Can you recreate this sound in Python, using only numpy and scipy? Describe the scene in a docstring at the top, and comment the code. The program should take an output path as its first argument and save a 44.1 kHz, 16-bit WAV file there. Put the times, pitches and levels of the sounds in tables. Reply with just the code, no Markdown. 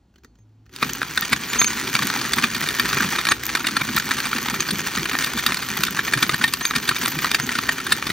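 """First come a few faint taps and a brief low hum in a quiet room: coffee beans shift in a hand mill.
Then, very close by, the burr (the toothed grinding wheel) starts to turn. Whole beans crack, and
their pieces crunch, snap and sizzle, the crunch growing louder the harder the hand pushes.
The mill rumbles, and thuds whenever the burr catches. Now and then the burr rubs and squeals."""
import sys
import numpy as np
from scipy import signal
from scipy.fft import rfft, irfft, next_fast_len
from scipy.io import wavfile

SR = 44100
rng = np.random.default_rng(int(sys.argv[2]) if len(sys.argv) > 2 else 0)


def digitize_waveform(pressure):
    """Quantize a signal to 16-bit integers and store it at the path in sys.argv[1].

    Rows of a 2-D input are taken as channels; values are limited to [-1, 1].
    """
    field = np.atleast_2d(pressure).T
    bounded = np.clip(field, -1, 1)
    quanta = np.round(bounded * 32767).astype(np.int16)
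    wavfile.write(sys.argv[1], SR, quanta)


N = 358091
TIME = np.arange(N) / SR

# Tone colours: how much bass and treble a sound has. Each row: frequency in Hz, strength in dB.
ROOM_COLOUR = [(22, -40), (52, 10), (90, -5), (150, -7), (270, -4.5), (500, -22.5), (800, -22.5),
               (1500, -30), (4000, -35), (9000, -40), (16000, -50)]
RUMBLE_COLOUR = [(28, -34), (52, -6), (90, -6), (125, 0), (160, 0), (215, -2), (265, 1.5), (305, -2.5),
                 (375, -1), (480, -13), (700, -32), (2000, -70)]
SIZZLE_COLOUR = [(9000, -55), (13200, -18), (13900, 6), (14500, -13), (16000, -22)]
SNAP_COLOUR = [(600, -14), (1500, 0), (3000, -5), (6000, 8), (8500, 0), (10000, -13.5), (14000, 13),
               (16000, -3.5)]
CRUNCH_COLOUR = [(30, -24), (100, -8), (380, -5.5), (600, -12.5), (800, -8), (1300, 2.5), (1750, 1),
                 (2400, -5), (3000, -2), (4500, -8), (6400, -5.5), (7400, -10.5), (8600, -13), (12600, -17),
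                 (15500, -16)]
CRACK_COLOUR = [(60, -17), (230, 1), (550, -16), (800, -11), (1150, 1.5), (1700, 2), (2400, -5), (3000, -6),
                (4400, -7), (5800, -14), (7400, -16), (8600, -13), (10500, -15), (15500, -25)]

# Notes the mill rings with. Each row: pitch in Hz, level in dB, seconds to fade by 60 dB.
IDLE_NOTES = [(860, -45, 0.45), (1430, -45, 0.21), (3180, -50, .12), (4330, -53, 0.4), (4500, -51, 0.2),
              (6440, -56, .3), (8580, -57, .15)]  # the resting burr
MILL_NOTES = [(1530, -44.5, 0.01), (1838, -49.5, 0.091), (2383, -30.5, 0.016), (3680, -76, 0.009),
              (4325, -44.5, 0.038), (4620, -30, 0.011), (6440, -47, 0.081), (7700, -66, 0.025),
              (8660, -18.5, 0.005), (9130, -31, 0.027), (13300, -60, 0.017)]  # the whole mill with its burr
OUTER_BURR_NOTES = [(1800, -52, 0.023), (3670, -29, 0.015)]  # the part a breaking bean is wedged against

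# The room's echo. Each row: frequency in Hz, seconds to fade by 60 dB.
ECHO_FADE = [(200, 0.6), (1400, 0.071), (4000, 0.15), (12000, 0.04)]
# The microphone's two openings. Each row: frequency in Hz, how far the left one leads in radians.
LEFT_LEAD = [(0, 0), (860, -0.2), (2410, 0.4), (3960, 0.5), (4570, 0.9), (4820, 1.8), (5080, -0.3),
             (6370, 0.9), (9130, 2.9), (11500, 3.4), (11800, 4.0), (14000, 5.5), (14600, 6.2), (16500, 6.3)]
# How hard the hand turns the burr. Each row: time in seconds, effort in dB.
HAND_EFFORT = [(0.66, -94), (0.74, -40.5), (0.81, -34), (0.85, -26), (1.0, -32), (1.13, -31), (1.2, -26.5),
               (1.4, -30), (1.54, -23.5), (1.88, -26), (2.05, -23.5), (2.52, -27), (3.0, -21.5),
               (3.32, -28), (3.38, -31.5), (3.47, -27.5), (3.6, -29.5), (3.98, -26.5), (6.2, -26.5),
               (6.55, -29.5), (7.1, -26), (7.6, -28), (8.1, -27.5)]
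# How much the fine grounds sizzle. Each row: time in seconds, level change in dB.
SIZZLE_AMOUNT = [(.8, -23), (3.5, -21), (5.8, -16.5), (7.1, -14), (8.1, -21)]
# A stronger crack runs longer through the bean. Each row: crack level in dB, length in seconds.
CRACK_LENGTHS = [(-20, .002), (-9, .0065)]

# Beans shift before the turning starts. Each row: start in seconds, relative level in dB.
TOUCHES = [(.14, -59), (.158, -48), (.182, -52), (.235, -49), (.246, -40), (.354, -57), (.387, -58),
           (.492, -70), (.657, -59), (.663, -50.5), (.694, -47.5), (.727, -47)]
# The burr catches. Each row: loudest moment in seconds, relative level in dB, pitch then in Hz.
THUDS = [(0.864, -34, 182), (1.321, -29.5, 230), (1.565, -29.5, 250), (1.76, -29.5, 228), (2.008, -28, 192),
         (2.052, -26.5, 225), (2.376, -24.5, 215), (2.44, -26.5, 235.6), (2.568, -29.5, 244),
         (2.626, -29.5, 178), (2.852, -29.5, 188), (3.011, -28.5, 215), (3.052, -25, 189),
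         (3.325, -35, 251), (3.734, -30, 209), (3.898, -25, 251), (3.953, -24.5, 221), (4.36, -27.5, 244),
         (4.538, -27.5, 185), (4.6, -31, 366), (4.731, -23.5, 199), (4.983, -22.5, 193), (5.03, -32, 345),
         (5.138, -30.5, 257), (5.357, -26, 234), (5.5, -31.5, 195), (5.708, -28.5, 207), (5.8, -29, 201),
         (5.916, -30.5, 190), (6.164, -26.5, 142), (6.233, -27, 247), (6.333, -32, 159), (6.41, -29, 191),
         (6.775, -29.5, 214), (7.039, -29, 241), (7.168, -26.5, 167.5), (7.401, -31.5, 144),
         (7.437, -30, 250), (7.476, -29.5, 262), (7.93, -33, 273), (8.1, -28, 200)]
# The burr sings. Each row: start in seconds, length in seconds, pitch in Hz, relative level in dB.
SQUEALS = [(1.483, 0.045, 7000, -33.5), (1.583, 0.033, 6440, -13), (1.607, 0.048, 6440, -22),
           (1.651, 0.036, 6430, -21), (1.662, .013, 6220, -21), (1.69, 0.033, 6440, -33),
           (3.29, 0.018, 6640, -24), (3.308, 0.02, 6400, -26), (4.604, 0.0076, 6440, -18.5),
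           (6.62, 0.03, 6300, -31), (6.65, 0.027, 6440, -25.5), (6.668, 0.047, 6440, -34),
           (7.413, 0.021, 6400, -30.5), (7.43, 0.027, 6440, -32), (0.365, 0.078, 6440, -70)]
# Thin splinters of shell snap. Each row: start in seconds, relative level in dB.
SNAPS = [(0.9342, -10.5), (1.21, -9.5), (2.0707, -8), (2.7968, -13), (2.9464, -14), (3.1038, -17),
         (3.437, -19), (3.4553, -13), (3.466, -9), (3.9644, -8), (3.9823, -11), (3.9866, -11.5),
         (4.429, -17), (4.605, -16), (4.786, -17), (5.4659, -9), (5.7729, -13), (5.8361, -8), (5.8514, -13),
         (5.908, -14.5), (6.537, -10.5), (7.0818, -10), (7.0882, -15), (7.1071, -18), (7.4674, -15)]
# Pieces get squashed. Each row: time in seconds, relative level in dB, brightness in dB.
CRUMBLES = [(1.226, -22.5, -1), (1.537, -26.5, -6), (1.561, -25, 0.0), (2.032, -22.5, 6), (2.153, -25, -8),
            (2.254, -25, -16), (2.553, -25, 5), (2.666, -28, 3), (2.634, -27, 4), (2.893, -25, 8),
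            (2.913, -28, -8), (2.975, -21, -13), (3.03, -23.5, -13), (3.05, -25, -7), (3.156, -25, -12),
            (3.189, -19.5, -5), (3.273, -20.5, 2), (3.495, -25, -6), (3.575, -26, 2), (3.608, -25.5, -8),
            (3.648, -22, -10), (3.691, -26, 0), (3.892, -25.5, -2), (4.003, -25, 3), (4.187, -26.5, 4),
            (4.258, -24, -2.0), (4.366, -24.5, -2), (4.545, -25, -9), (4.692, -24.5, 0), (4.711, -21.5, 12),
            (4.974, -24.5, -4), (5.059, -22.5, -6), (5.118, -24.5, -5), (5.136, -25.5, -3),
            (5.226, -30, 6.0), (5.275, -24, -3), (5.378, -26, -4), (5.394, -25, 1), (5.493, -26, -22),
            (5.574, -26.5, 8.5), (5.628, -26, 2), (5.772, -26, -4), (5.872, -26.5, 4.5), (5.886, -25, -10),
            (5.974, -26, -11), (6.084, -24, -2), (6.179, -22.5, 1), (6.241, -24, -3), (6.417, -20.5, -3),
            (6.483, -26, 4), (6.614, -24, -2), (6.74, -25.5, -7), (6.758, -23.5, -5), (6.882, -25, 5),
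            (6.915, -19.5, -11), (6.967, -25.5, 3), (7.038, -26.5, 6), (7.081, -22.5, -11), (7.192, -26, 0),
            (7.557, -21, 2), (7.805, -28.5, -4), (7.87, -22.5, 0), (8.072, -23, -1), (8.105, -21.5, 0)]
# Whole beans break. Each row: time in seconds, relative level in dB, brightness in dB,
# crumbling before the break in dB compared with the crack, the bean's pitch in Hz.
CRACKS = [(0.762, -31.5, 20, -17, 2500), (0.827, -11, -6.5, -10, 2400), (1.0168, -16.5, -10, -36, 1900),
          (1.03, -18.5, -3, -27, 1570), (1.175, -12, 4.5, -32, 1570), (1.33, -9.5, 5.5, -4.5, 2310),
          (1.615, -10.5, -1, -23, 1110), (1.644, -16, 9, -27, 2580), (1.9516, -11.5, 3, -29, 2240),
          (1.9903, -16.5, 3, -27.5, 1030), (2.101, -17, -1, -21, 1240), (2.334, -13, 10.5, -28, 1560),
          (2.385, -16, -1, 0, 1200), (2.4395, -11, 1.5, -4.5, 2600), (2.688, -18.5, 13, -18, 2250),
          (2.797, -11, 5, -15, 2360), (2.93, -16, 1, -27, 1090), (3.005, -13.5, -10, -7, 1420),
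          (3.2528, -17, 7, -25, 1250), (3.2873, -13.5, 0, -12, 1090), (3.3187, -10, 0.5, -2, 2450),
          (3.551, -12.5, 2.5, -17, 1460), (3.6689, -13, 7, -10, 2560), (3.7683, -13.5, 1, -1.5, 1370),
          (3.816, -17, -10, -0.5, 2300), (3.9681, -18.5, 9, 1, 1800), (3.977, -14, -3, -7, 1330),
          (4.1092, -16.5, -2, -25, 1800), (4.1153, -16.5, 3, -3, 2350), (4.2023, -19, 7, -28.5, 2410),
          (4.3297, -15, -6, -20, 1800), (4.485, -18, -5, -6, 2180), (4.6044, -17, 10, -25, 2550),
          (5.152, -18.5, -8, 1, 1800), (5.188, -20.5, 15, -23, 1890), (5.245, -19.5, 13, 1.5, 2280),
          (5.4634, -11, 7, -25, 3650), (5.521, -17, -5, -27, 1750), (5.5443, -20.5, 12, -26, 2240),
          (5.835, -12, 10, -21, 1460), (5.991, -12, -3.5, -12, 1700), (6.1355, -10.5, 3, -26, 1650),
          (6.2263, -9, 6.5, -16.5, 1490), (6.2935, -12.5, -3, -25, 1260), (6.3433, -16, 2, -1, 1620),
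          (6.44, -8.5, 1, -12, 1870), (6.5371, -15, 11, -12, 1830), (6.652, -14.5, 8, -33, 1500),
          (6.7089, -17, 0, -31.5, 1100), (6.7639, -19, 6, 5, 1460), (6.8903, -10, 6.5, -16.5, 1620),
          (7.059, -18, 5, 1, 1260), (7.2448, -13, 0.5, -25, 1290), (7.315, -16, 3, -8, 1390),
          (7.346, -10, 7.5, -10, 1830), (7.399, -17.5, 3, -24, 1850), (7.491, -17.5, 0, -32, 2000),
          (7.5865, -14, -1, -11.5, 1420), (7.691, -11, 0.5, -10, 1800), (7.9214, -8, 10, -10, 1760),
          (8.025, -20, -6, -21, 1630)]

BIG_CRACK_DB = -17.5  # a crack above this level eases the load and jolts the mill


def from_db(db):
    """Turns decibels into a number to multiply by."""
    return 10 ** (np.asarray(db) / 20)


def unit(x):
    """Scales a signal to an average (rms) size of 1."""
    return x / np.sqrt(np.mean(x ** 2) + 1e-20)


def unit_energy(x):
    """Scales a short sound to a total energy of 1."""
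    return x / np.linalg.norm(x)


def look_up(table, hz):
    """Reads between a table's rows, on a scale of octaves."""
    row_hz, value = np.transpose(table)
    return np.interp(np.log(hz + 1), np.log(row_hz + 1), value)


def add(mix, start_s, sound):
    """Lays a sound into the mix."""
    part = mix[max(round(start_s * SR), 0):][:len(sound)]
    part += sound[:len(part)]


def wander(per_s, points):
    """A random curve that takes a new direction per_s times a second."""
    return unit(np.interp(TIME * per_s, np.arange(points), rng.standard_normal(points)))


def noise(colour):
    """Steady noise with the given tone colour."""
    shape = from_db(look_up(colour, np.fft.rfftfreq(N, 1 / SR)))
    return unit(irfft(rfft(rng.standard_normal(N)) * shape, N))


def click(colour, bright_db, patchy_db, smear_s, peak_hz=1500, peak_db=0, size=2048):
    """One tiny break. Each piece rings its own way, and paths through the mill smear the click."""
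    hz = np.fft.rfftfreq(size, 1 / SR)
    grid = np.linspace(np.log(500), np.log(SR / 2), 48)
    patches, paths = (np.interp(np.log(hz + 500), grid, row) for row in rng.standard_normal((2, 48)))
    treble = hz ** 4 / (hz ** 4 + 2800. ** 4)
    db = look_up(colour, hz) + bright_db * treble + patchy_db * patches
    db += peak_db / (1 + (np.log2((hz + 1) / peak_hz) / 0.11) ** 2)  # a narrow peak gives a pitch
    log_gain = np.log(from_db(np.r_[db, db[-2:0:-1]]))
    spectrum = np.exp(np.conj(signal.hilbert(log_gain)))[:len(hz)]  # makes the click start sharply
    delay = np.exp(-2j * np.pi * np.cumsum(smear_s * abs(paths)) * hz[1])
    return unit_energy(irfft(spectrum * delay) * np.hanning(2 * size)[size:])


def ticks(rows, colour, gain_db, patchy_db, scatter_s):
    """Single small clicks, each with a little scatter after it."""
    out, t = np.zeros(N), TIME[:SR // 40]
    for start, db in rows:
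        push = 0.65 * rng.standard_normal(len(t)) * np.exp(-t / scatter_s)
        push[0] = 1
        sound = signal.fftconvolve(push, click(colour, 0, patchy_db, smear_s=0.00027))
        add(out, start, from_db(db + gain_db) * unit_energy(sound))
    return out


def ringing(x, notes):
    """Every blow also sets the given notes ringing."""
    t = TIME[:SR // 4]
    ring = sum(from_db(db - 60 * t / fade_s) * np.cos(2 * np.pi * hz * t) for hz, db, fade_s in notes)
    return x + signal.oaconvolve(x, ring)[:N]


def stereo(x, delay_s=0):
    """Sound reaches the microphone's two openings out of step; an off-centre source adds a delay."""
    size = next_fast_len(N + SR // 10)
    hz = np.fft.rfftfreq(size, 1 / SR)
    lead = np.interp(hz, *np.transpose(LEFT_LEAD)) + 2 * np.pi * hz * delay_s
    sides = np.array([np.ones(len(hz)), np.exp(-1j * lead)])
    return irfft(rfft(x, size) * sides, size)[:, :N]


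def room_echo(x):
    """The room gives a short echo whose bass lasts longest and is alike on both sides."""
    hz, t, bands = signal.stft(rng.standard_normal((2, SR // 2)), SR, nperseg=256)
    shared = 1 / (1 + (hz[:, None] / 700) ** 4)
    bands[1] = shared * bands[0] + np.sqrt(1 - shared ** 2) * bands[1]
    fade = from_db(-60 * t / look_up(ECHO_FADE, hz)[:, None]) * (t > .004)
    tail = signal.istft(bands * fade, SR, nperseg=256)[1]
    return signal.oaconvolve(x[None], tail / np.linalg.norm(tail[0]), axes=1)[:, :N]


def idle_rub(db=-68):
    """A hand rests on the crank, and the burr rubs just enough to ring faintly."""
    rub = from_db(db) * rng.standard_normal(N)
    return ringing(rub, IDLE_NOTES) - rub


def hum(start=.385, end=0.72, hz=108, db=-48):
    """A faint low hum swells briefly before the grinding."""
    swell = np.interp(TIME, [start, start + .03, end - .04, end], [0.15, 1.0, 0.65, 0.09])
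    return from_db(db) * swell * np.sin(2 * np.pi * hz * TIME)


def touches():
    """Shifting beans tap the burr, waking only its high notes, and nudge the mill's body."""
    taps = ticks(TOUCHES, CRUNCH_COLOUR, gain_db=19.5, patchy_db=4, scatter_s=0.004)
    bumps = ticks(TOUCHES, RUMBLE_COLOUR, gain_db=18, patchy_db=4.5, scatter_s=0.0038)
    return ringing(taps, IDLE_NOTES[3:]) + bumps


def burr_load(dip_per_db=0.11, deepest_s=0.051):
    """The load on the burr in dB: the hand's effort, with a dip as each big crack frees the burr."""
    load = np.interp(TIME, *np.transpose(HAND_EFFORT), left=-100)
    age = TIME[:SR // 3] / deepest_s
    dip = (age * np.exp(1 - age)) ** 2
    for start, db, *_ in CRACKS:
        add(load, start, -dip_per_db * max(db - BIG_CRACK_DB, 0) * dip)
    return load


def rumble(load_db):
    """The heavy body rumbles under the crank, following a load that comes in lumps."""
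    steady = noise(RUMBLE_COLOUR) * from_db(-22 + 0.7 * load_db)
    return steady * from_db(4.5 * np.tanh(wander(per_s=35, points=600)))


def thuds(gain_db=2, rise_s=.016, pitch_fall=.85):
    """When the burr catches or a big crack jolts it, the body gives a soft knock of falling pitch."""
    out, t = np.zeros(N), TIME[:SR // 10]
    age = t / rise_s
    swell = (age * np.exp(1 - age)) ** 3
    rattle = noise(RUMBLE_COLOUR)
    jolt_hz = 255 * np.exp(0.129 * rng.standard_normal(len(CRACKS)))
    jolts = [(when, db - 29, hz) for (when, db, *_), hz in zip(CRACKS, jolt_hz) if db > BIG_CRACK_DB]
    for when, db, hz in THUDS + jolts:
        cycles = np.cumsum(hz * pitch_fall ** (age - 1)) / SR + rng.random()
        swing = np.sin(2 * np.pi * cycles) + 0.39 * np.roll(rattle, -round(when * SR))[:len(t)]
        add(out, when - rise_s, from_db(db + gain_db) * swell * swing)
    return out


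def squeals(gain_db=3, waver=0.0017):
    """The burr sticks and slips, singing one high, wavering note in short bursts."""
    out = np.zeros(N)
    drift, flutter_db = wander(per_s=73, points=2000), wander(per_s=320, points=4000)
    for start, length, hz, db in SQUEALS:
        span = np.arange(round(start * SR), round((start + length) * SR))
        tone = np.sin(2 * np.pi * np.cumsum(hz * (1 + waver * drift[span])) / SR)
        fade = signal.windows.tukey(len(span), .7)
        add(out, start, from_db(db + gain_db - flutter_db[span]) * fade * tone)
    return out


def fragment(colour, patchy_db, smear_s, burst_s):
    """One small piece gives way: a first break, then a quick flurry of smaller ones."""
    t = TIME[:SR // 70]
    spikes = rng.standard_normal(len(t)) ** 3
    flurry = unit_energy(spikes * np.exp(-t / (burst_s * rng.uniform(0.39, 2.96))))
    flurry[0] += 1
    body = click(colour, rng.normal(0, 3.2), patchy_db, smear_s)
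    return unit_energy(signal.fftconvolve(flurry, body))


def crunch(load_db, colour, gain_db, per_s, spread_db, clump_db, patchy_db, smear_s, burst_s, kinds=24):
    """Pieces of many sizes are crushed in clumps, about per_s of them a second."""
    sizes = from_db(spread_db * np.minimum(rng.exponential(1, N), 3)) * rng.choice([-1, 1], N)
    hits = sizes * (rng.random(N) < per_s / SR)
    hits *= from_db(clump_db * np.tanh(wander(per_s=97, points=2000)))
    hits = unit(hits) * from_db(load_db + gain_db)
    kind = rng.integers(0, kinds, N)
    return sum(signal.oaconvolve(hits * (kind == k), fragment(colour, patchy_db, smear_s, burst_s))[:N]
               for k in range(kinds))


def crumbles(gain_db=-2, rise_s=.003):
    """A broken piece is squashed: a tight cluster of tiny breaks swells and dies away."""
    out, t = np.zeros(N), TIME[:SR // 25]
    scale = np.sqrt(.012 * SR)  # the energy of 12 ms of sound at size 1
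    for when, db, bright_db in CRUMBLES:
        breaks = np.tanh(rng.standard_normal(len(t)) ** 3 / 5) * t * np.exp(-t / rise_s)
        body = click(CRACK_COLOUR, bright_db + 1, patchy_db=3.2, smear_s=0.000752)
        sound = unit_energy(signal.fftconvolve(breaks, body))
        add(out, when - 2 * rise_s, from_db(db + gain_db) * scale * sound)
    return out


def splitting(length_s, gap_s=.0005, uneven_db=3, fade_db=7, first_db=4):
    """A crack runs through a bean in quick, uneven steps, the first the largest, then stops short."""
    gaps, chance = rng.uniform(-1, 1, (2, 24))
    times = np.r_[0, np.cumsum(gap_s * (1 + .8 * gaps))[:-1]]
    sizes = from_db(uneven_db * chance - fade_db * times / length_s) * (times < length_s)
    sizes *= rng.choice([-1, 1], len(times))
    sizes[0] = from_db(first_db)
    return np.bincount((times * SR).astype(int), sizes)


def cracks(gain_db=-3.5, build_s=0.0073, settle_s=0.0022, settle_db=-13):
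    """A bean crumbles under growing load, splits, and its pieces settle."""
    out, t = np.zeros(N), TIME[:SR // 16]
    scale = np.sqrt(.006 * SR)  # the energy of 6 ms of sound at size 1
    for when, db, bright_db, before_db, hz in CRACKS:
        body = click(CRACK_COLOUR, bright_db - 1, patchy_db=2, smear_s=0.000833, peak_hz=hz, peak_db=6)
        spikes = rng.standard_normal((2, len(t))) ** 3
        build_up = (spikes[0] * np.exp(-t / build_s))[::-1]
        settling = spikes[1] * np.exp(-t / settle_s)
        length_s = np.interp(db, *np.transpose(CRACK_LENGTHS))
        stages = [(when - t[-1], build_up, before_db - 1),
                  (when, splitting(length_s), 0),
                  (when + length_s, settling, settle_db)]
        for start, stage, stage_db in stages:
            sound = unit_energy(signal.fftconvolve(stage, body))
            add(out, start, from_db(db + stage_db + gain_db) * scale * sound)
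    return out


def scene():
    """The mill and its beans close up, over a quiet room."""
    load = burr_load()
    coarse = crunch(load, CRUNCH_COLOUR, gain_db=-5.5, per_s=190, spread_db=3, clump_db=4,
                    patchy_db=3.2, smear_s=0.0007, burst_s=0.0018)
    powder = crunch(load, CRUNCH_COLOUR, gain_db=-8, per_s=2200, spread_db=1.5, clump_db=2.5,
                    patchy_db=1.5, smear_s=0.000529, burst_s=0.00088)
    splinters = crunch(load, SNAP_COLOUR, gain_db=-19.5, per_s=98, spread_db=7, clump_db=4,
                       patchy_db=1.5, smear_s=0.00045, burst_s=0.00078)
    sizzle = crunch(load, SIZZLE_COLOUR, gain_db=0.5, per_s=590, spread_db=4, clump_db=11,
                    patchy_db=3, smear_s=0.000347, burst_s=0.0013)
    sizzle *= from_db(np.interp(TIME, *np.transpose(SIZZLE_AMOUNT)))
    snaps = ticks(SNAPS, SNAP_COLOUR, gain_db=11.5, patchy_db=2, scatter_s=0.0004)
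    shifting = touches()
    breaking = ringing(cracks() + crumbles(), OUTER_BURR_NOTES)
    centre = ringing(breaking + coarse, MILL_NOTES) + shifting + sizzle
    centre += idle_rub() + rumble(load) + thuds() + squeals() + hum()
    rim = ringing(powder + splinters, MILL_NOTES)  # fine bits are crushed at the burr's edge
    air = from_db(-57) * noise(ROOM_COLOUR)
    direct = stereo(centre + air) + stereo(rim, delay_s=5e-6) + snaps  # snaps reach both sides alike
    return direct + from_db(-17) * room_echo(centre + rim + snaps)


def record(dry):
    """The microphone drops the deepest bass, rounds off the loudest cracks and cuts the top treble."""
    no_deep_bass = signal.sosfilt(signal.butter(3, 40, "high", fs=SR, output="sos"), dry)
    rounded = no_deep_bass / (1 + (no_deep_bass / .93) ** 6) ** (1 / 6)
    treble_cut = signal.firwin(401, 15850, window=("kaiser", 9), fs=SR)
    return signal.oaconvolve(rounded, treble_cut[None], "same")


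dry = scene()
out = record(dry)
digitize_waveform(out)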